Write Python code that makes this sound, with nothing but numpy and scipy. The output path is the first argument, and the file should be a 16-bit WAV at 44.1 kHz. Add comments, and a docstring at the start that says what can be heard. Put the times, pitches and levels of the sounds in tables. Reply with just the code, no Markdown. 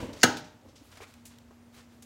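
"""A clamshell heat press in a small workshop, heard from close by over quiet air and a low rumble.
The platen swings down with a hollow rumble while paper rustles, sleeves brush and the linkage creaks;
the lever snaps over and locks with a steel clack (noise cracks and damped modes) that rings the frame.
A loose part settles and soft knocks follow. Fingers slide off and tap the handle, the heater hum grows,
then come small clicks, flicks of the sheet and faint squeaks. Friction is grainy coloured noise."""
import sys
import numpy as np
from scipy import signal
from scipy.fft import rfft, irfft, next_fast_len
from scipy.io import wavfile
from scipy.ndimage import map_coordinates

SR = 44100
rng = np.random.default_rng(int(sys.argv[2]) if len(sys.argv) > 2 else 0)


def int16_out(signal):
    """Quantize to a 16-bit WAV file."""
    q = np.round(np.clip(np.atleast_2d(signal).T, -1, 1) * 32767)
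    wavfile.write(sys.argv[1], SR, q.astype(np.int16))


N = 90404


def amp(db):
    """Decibels to a linear factor."""
    return 10 ** (np.asarray(db) / 20)


def unit(x):
    """x scaled to rms 1."""
    return x / np.sqrt(np.mean(x ** 2) + 1e-20)


def along(points, hz):
    """(Hz, value) points read on a log frequency axis."""
    f, v = np.transpose(points)
    return np.interp(np.log(hz + 1), np.log(f + 1), v)


def since(s):
    """Seconds since s, zero before it."""
    return np.maximum(np.arange(N) / SR - s, 0)


def fade(t, t60):
    """Exponential decay by 60 dB in t60 seconds."""
    return np.exp(-np.log(1000) * t / t60)


def filtered(x, response):
    """x times a response of frequency."""
    m = next_fast_len(N + SR // 2)
    hz = np.fft.rfftfreq(m, 1 / SR)
    return irfft(rfft(x, m) * response(hz), m)[:N]


def noise(spectrum):
    """Coloured noise of rms 1."""
    white = rng.standard_normal(N)
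    return unit(filtered(white, lambda hz: amp(along(spectrum, hz))))


def wobble(rate):
    """A smooth random curve, rate knots a second."""
    knots = rng.standard_normal(N // 8)
    return map_coordinates(knots, [np.arange(N) * rate / SR], mode="wrap")


def dying(x, t60s):
    """Each frequency of x dies at its own speed."""
    hz, t, z = signal.stft(x, SR, nperseg=256)
    decay = fade(t, along(t60s, hz)[:, None])
    return signal.istft(z * decay, SR, nperseg=256)[1][:N]


def ring(modes, s, rise_s):
    """Half a second of damped modes struck at s, neighbours in opposite directions."""
    t = np.arange(SR // 2) / SR
    vibration = np.zeros(len(t))
    for k, (hz, db, t60) in enumerate(modes):
        vibration += (-1) ** k * amp(db) * fade(t, t60) * np.sin(2 * np.pi * hz * t)
    onset = 1 - np.exp(-t / rise_s)
    return np.pad(vibration * onset, (round(s * SR), N))[:N]


def bursts(rows, spectrum, rise_s):
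    """Short contacts of one colour, each dying at its own speed; their powers add."""
    power = np.zeros(N)
    for s, db, t60 in rows:
        onset = 1 - np.exp(-since(s) / rise_s)
        power += (amp(db) * fade(since(s), t60) * onset) ** 2
    return np.sqrt(power) * noise(spectrum)


def strokes(rows, spectrum):
    """Grainy friction that swells and dies away with each stroke."""
    level = np.zeros(N)
    for s, db, rise, t60 in rows:
        level += amp(db) * np.minimum(since(s) / rise, 1) * fade(since(s + rise), t60)
    grain_db, grains_per_s = 1, 700
    grain = amp(grain_db * wobble(grains_per_s))
    return level * unit(noise(spectrum) * grain)


def swinging_platen():
    """Moving steel: low noise, coloured by the hollow platen, swells and fades."""
    # swells of the swing: start_s, level_db, rise_s, t60_s
    swing_rows = [(0, -35, .002, 0.23), (.024, -39.5, .008, 0.29), (.07, -44, 0.026, .28),
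                  (.13, -49.5, .008, .4)]
    # hollow colour: frequency_hz, relative_db
    hollow_colour = [(25, -28), (60, -5), (95, -2), (170, -7), (275, 1), (380, -11), (540, -4), (760, -18),
                     (960, -11), (1200, -23), (3000, -25), (12000, -79)]
    return strokes(swing_rows, hollow_colour)


def paper_rustles():
    """Sheets rub and crumple: bright grainy friction."""
    # rustles: start_s, level_db, rise_s, t60_s
    rustle_rows = [(0, -65, 0.0032, 1), (.13, -48.5, 0.0013, 0.11), (.165, -50.5, 0.08, 0.32),
                   (.44, -58, 0.0064, .25), (.67, -64, 0.0208, .2), (.752, -56.5, .009, 0.28)]
    # colour of paper: frequency_hz, relative_db
    paper_colour = [(300, -8), (1500, -9.5), (3000, -1.5), (6000, -0.5), (9000, -12), (15000, -22)]
    return strokes(rustle_rows, paper_colour)


def sleeves():
    """Sleeves and hands brush with a broad noise, and fabric slides with a thin hiss."""
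    # brushing: start_s, level_db, rise_s, t60_s
    brush_rows = [(0, -47, .004, 0.5), (.15, -54.5, 0.021, 0.6), (.8, -63.5, 0.069, 0.9),
                  (.905, -57.5, .02, .2), (.953, -58, 0.0042, .1), (.97, -52.5, 0.0029, 0.11),
                  (1.005, -49.5, .026, 0.1), (1.06, -60.5, .02, 0.65), (1.29, -60, 0.025, .4),
                  (1.72, -58, 0.031, 0.29), (1.76, -57.5, 0.024, 0.28), (1.89, -68, 0.03, .6)]
    # colour of cloth: frequency_hz, relative_db
    cloth_colour = [(150, -3), (600, 0), (1400, 0), (2400, -2.5), (4000, -3), (7500, -8), (10000, -14.5),
                    (16000, -21.5)]
    # sliding fabric: start_s, level_db, rise_s, t60_s
    hiss_rows = [(.81, -67.5, .04, .8), (1.06, -74, .04, .4), (1.725, -67, 0.022, .3), (1.91, -74, .03, .4)]
    # colour of the thin hiss: frequency_hz, relative_db
    hiss_colour = [(3000, -25), (7000, -5), (11000, 0), (15500, -4)]
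    return strokes(brush_rows, cloth_colour) + strokes(hiss_rows, hiss_colour)


def hum():
    """A faint, slightly unsteady electric hum that grows when the heater switches on."""
    pitch_hz, idle_db, added_db = 237.5, -63, -60
    on_s, rise_s = 1.127, 0.039
    level = amp(idle_db) + amp(added_db) * np.minimum(since(on_s) / rise_s, 1)
    return level * amp(.5 * wobble(8)) * np.sin(2 * np.pi * pitch_hz * since(0))


def quiet_workshop():
    """Steady background: soft air noise and a low rumble."""
    # colour of the air: frequency_hz, relative_db
    air_colour = [(100, -24), (250, -7), (450, 0), (700, -2), (1000, -6), (2000, -10), (4000, -16),
                  (7500, -17.5), (9000, -23.5), (16000, -25.5)]
    # colour of the rumble: frequency_hz, relative_db
    rumble_colour = [(20, -30), (40, -17), (60, -2.5), (95, 4.5), (125, -4), (170, -9.5), (260, -4.5),
                     (450, -22), (800, -29), (2000, -62)]
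    air_db, rumble_db = -64.5, -60
    return amp(air_db) * noise(air_colour) + amp(rumble_db) * noise(rumble_colour)


def creaks():
    """The loaded linkage ticks: each tick rings the short modes of a pivot."""
    # ticks under load: start_s, level_db
    creak_rows = [(0.171, -44.5), (0.19, -43.5), (0.198, -42), (0.204, -39), (.2125, -32), (.2176, -29.5),
                  (.2192, -29), (.2207, -41), (0.2248, -32.5)]
    # modes of the pivot: frequency_hz, relative_db, t60_s
    pivot_modes = [(2100, -8, 0.0055), (4697, 1, .0045), (5557, -1, 0.0022), (6900, -0.5, .0045),
                   (13000, -19, .003)]
    return sum(amp(db) * ring(pivot_modes, s, rise_s=0.00031) for s, db in creak_rows)


def lock():
    """The linkage chatters shut, the platen seats, and frame and stand ring on."""
    # contacts of the lock: start_s, level_db, t60_s
    contact_rows = [(.2297, -29.5, .012), (.2316, -10.5, 0.025), (.2329, -14, 0.026), (.2356, -10.5, .025),
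                    (.2394, -13, .03), (.2515, -39, .05), (.318, -52, 0.034)]
    # colour of their cracks: frequency_hz, relative_db
    crack_colour = [(100, -16), (450, -10.5), (700, -10.5), (1100, -11), (1550, -4.5), (2400, -6),
                    (3400, -11), (4200, -1.5), (5000, -8.5), (6700, -4), (8500, -12.5), (10000, -13.5),
                    (12000, -23), (16000, -20)]
    # modes of the steel linkage: frequency_hz, level_db, t60_s
    linkage_modes = [(1320, -20, .12), (1552.5, -11.5, .058), (1661, -19, .12), (1816, -22, 0.07),
                     (2058, -13.5, .04), (2350, -26, 0.065), (2884, -17, 0.058), (3277, -21.5, 0.086),
                     (3880, -24, .04), (4197, -14.5, .044), (4700, -24, .04), (5400, -18, .038),
                     (6480, -14, .052), (6500, -23, .135), (6410, -21, 0.059), (7260, -23, 0.055),
                     (9920, -25.5, 0.037)]
    # modes of the padded platen: frequency_hz, level_db, t60_s
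    thud_modes = [(188.8, -22.5, 0.016), (270, -13, .035), (370.4, -16.5, 0.042), (489.4, -15, 0.063),
                  (708, -9, .032), (967, -19, 0.025)]
    # modes of the frame and platen: frequency_hz, level_db, t60_s
    frame_modes = [(96, -43, 0.55), (126, -35.5, .32), (174.1, -30, .2), (249.6, -21.5, 0.33),
                   (290, -34.5, 0.53), (319, -32, .45), (404, -31.5, .2), (530, -32, 0.17),
                   (612, -41, 0.67), (807, -31.5, 0.39), (903, -30.5, 0.29), (973, -38, 0.32),
                   (996, -37, 0.25), (1271, -20.5, 0.14), (1291.5, -24.5, 0.095), (1474, -24.5, 0.2),
                   (1630, -31, 0.27)]
    # dense ringing of the stand and its loose parts: frequency_hz, relative_db
    rattle_colour = [(30, -29), (70, -10), (130, 1), (450, -1.5), (600, -7), (900, 4), (1100, -10),
                     (1500, -1.5), (2200, -11), (4200, -10.5), (6600, -12.5), (10000, -32.5), (16000, -35)]
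    # its decay: frequency_hz, t60_s
    rattle_decay = [(100, 0.64), (400, .54), (1000, 0.53), (4000, 0.53), (12000, .37)]
    lock_s, seat_s = .2318, .2375  # the linkage snaps over, then the platen seats
    linkage_rise_s, frame_rise_s = 0.0011, 0.002
    rattle_db = -28
    cracks = bursts(contact_rows, crack_colour, rise_s=0.00028)
    snap = cracks + ring(linkage_modes, lock_s, linkage_rise_s)
    seat = ring(thud_modes, seat_s, frame_rise_s) + ring(frame_modes, seat_s, frame_rise_s)
    rattle = dying(noise(rattle_colour), rattle_decay)
    stand = np.pad(rattle, (round(seat_s * SR), 0))[:N]
    return snap + seat + amp(rattle_db) * stand


def loose_part():
    """A loose part settles after the lock: one short burst of coloured noise."""
    # settling: start_s, level_db, t60_s
    settle_rows = [(.3688, -38.5, 0.11)]
    # colour of the loose part: frequency_hz, relative_db
    loose_colour = [(200, -12), (500, 8), (1000, -19), (3200, 5.5), (7000, 0), (9000, -7.5), (16000, -16)]
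    return bursts(settle_rows, loose_colour, rise_s=.001)


def knocks():
    """Soft bumps on the platen: low noise bursts with a slow onset."""
    # bumps: start_s, level_db, t60_s
    knock_rows = [(.625, -56, .15), (.648, -49, 0.23), (.683, -45, .08), (.725, -54.5, 0.2),
                  (.808, -51, 0.12)]
    # colour of a bump: frequency_hz, relative_db
    knock_colour = [(40, -42), (140, -22), (205, -9), (280, 2), (380, -18), (540, -8), (750, -25),
                    (1080, -18), (1500, -38), (8000, -46)]
    return bursts(knock_rows, knock_colour, rise_s=0.0032)


def sliding_fingers():
    """Fingers slide off the grip: grainy mid-range friction."""
    # slides: start_s, level_db, rise_s, t60_s
    slide_rows = [(1.003, -50.5, 0.0071, 0.085), (1.025, -50.5, 0.013, 0.083)]
    # colour of the grip: frequency_hz, relative_db
    grip_colour = [(700, -18), (1300, -1.5), (1800, -8), (2300, 4.5), (2700, -4), (3400, -18), (9000, -29)]
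    return strokes(slide_rows, grip_colour)


def taps():
    """The hand taps the handle: short noise bursts with a sharp onset."""
    # taps: start_s, level_db, t60_s
    tap_rows = [(1.0033, -41.5, 0.043), (1.0155, -44, 0.079), (1.508, -51.5, 0.067)]
    # colour of a tap: frequency_hz, relative_db
    tap_colour = [(80, -25), (250, -19), (400, 7), (700, -2), (1050, 1.5), (1400, -9), (2500, -25),
                  (8000, -26), (16000, -42)]
    return bursts(tap_rows, tap_colour, rise_s=0.00026)


def clicks():
    """Small clicks: very short, bright noise bursts."""
    # clicks: start_s, level_db, t60_s
    click_rows = [(1.1385, -48, 0.018), (1.3852, -44.5, 0.011)]
    # colour of a click: frequency_hz, relative_db
    click_colour = [(500, -25), (2500, 6), (7000, 3), (11000, -6), (15000, -4)]
    return bursts(click_rows, click_colour, rise_s=0.00045)


def sheet_flicks():
    """Fingers flick the edge of the sheet: quick, bright friction."""
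    # flicks: start_s, level_db, rise_s, t60_s
    flick_rows = [(1.252, -47.5, 0.0031, 0.16), (2.021, -50, 0.0039, 0.086)]
    # colour of a flick: frequency_hz, relative_db
    flick_colour = [(600, -18), (1800, -7), (3000, -2.5), (4500, -4), (7000, 2), (10000, -3.5),
                    (15500, -11)]
    return strokes(flick_rows, flick_colour)


def squeaks():
    """Thin, unsteady whistles that glide a little as they swell and fade."""
    # faint high squeaks: start_s, length_s, start_hz, end_hz, level_db
    squeak_rows = [(1.535, .04, 11100, 11640, -76), (1.58, .12, 9700, 9220, -77.5)]
    out = np.zeros(N)
    for s, length, start_hz, end_hz, db in squeak_rows:
        u = np.minimum(since(s) / length, 1)  # progress, 0 to 1
        glide = start_hz + (end_hz - start_hz) * u
        hz = glide * (1 + .008 * wobble(400))
        out += amp(db) * np.sin(np.pi * u) * np.sin(2 * np.pi * np.cumsum(hz) / SR)
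    return out


def workshop(x):
    """The room's short reverberation: x convolved with noise that builds up, then dies."""
    # decay of the room: frequency_hz, t60_s
    room_decay = [(150, 0.34), (1500, .38), (6000, 0.21), (14000, 0.25)]
    build_up = np.minimum(since(0.0019) / 0.0098, 1)
    tail = dying(rng.standard_normal(N), room_decay) * build_up
    return signal.fftconvolve(x, tail / np.linalg.norm(tail))[:N]


def scene():
    """The press close by, its room, and the quiet of the workshop."""
    room_db = -15.5
    near = swinging_platen() + paper_rustles() + sleeves()
    near += creaks() + lock() + loose_part() + knocks()
    near += sliding_fingers() + taps() + clicks() + sheet_flicks() + squeaks()
    return (near + amp(room_db) * workshop(near) + hum() + quiet_workshop())[None]


def record(dry):
    """Peaks are rounded off below a ceiling, then a steep low-pass limits the band."""
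    ceiling, top_hz = .85, 16000
    rounded = dry[0] / (1 + (dry[0] / ceiling) ** 6) ** (1 / 6)
    return filtered(rounded, lambda hz: 1 / np.sqrt(1 + (hz / top_hz) ** 160))[None]


dry = scene()
out = record(dry)
int16_out(out)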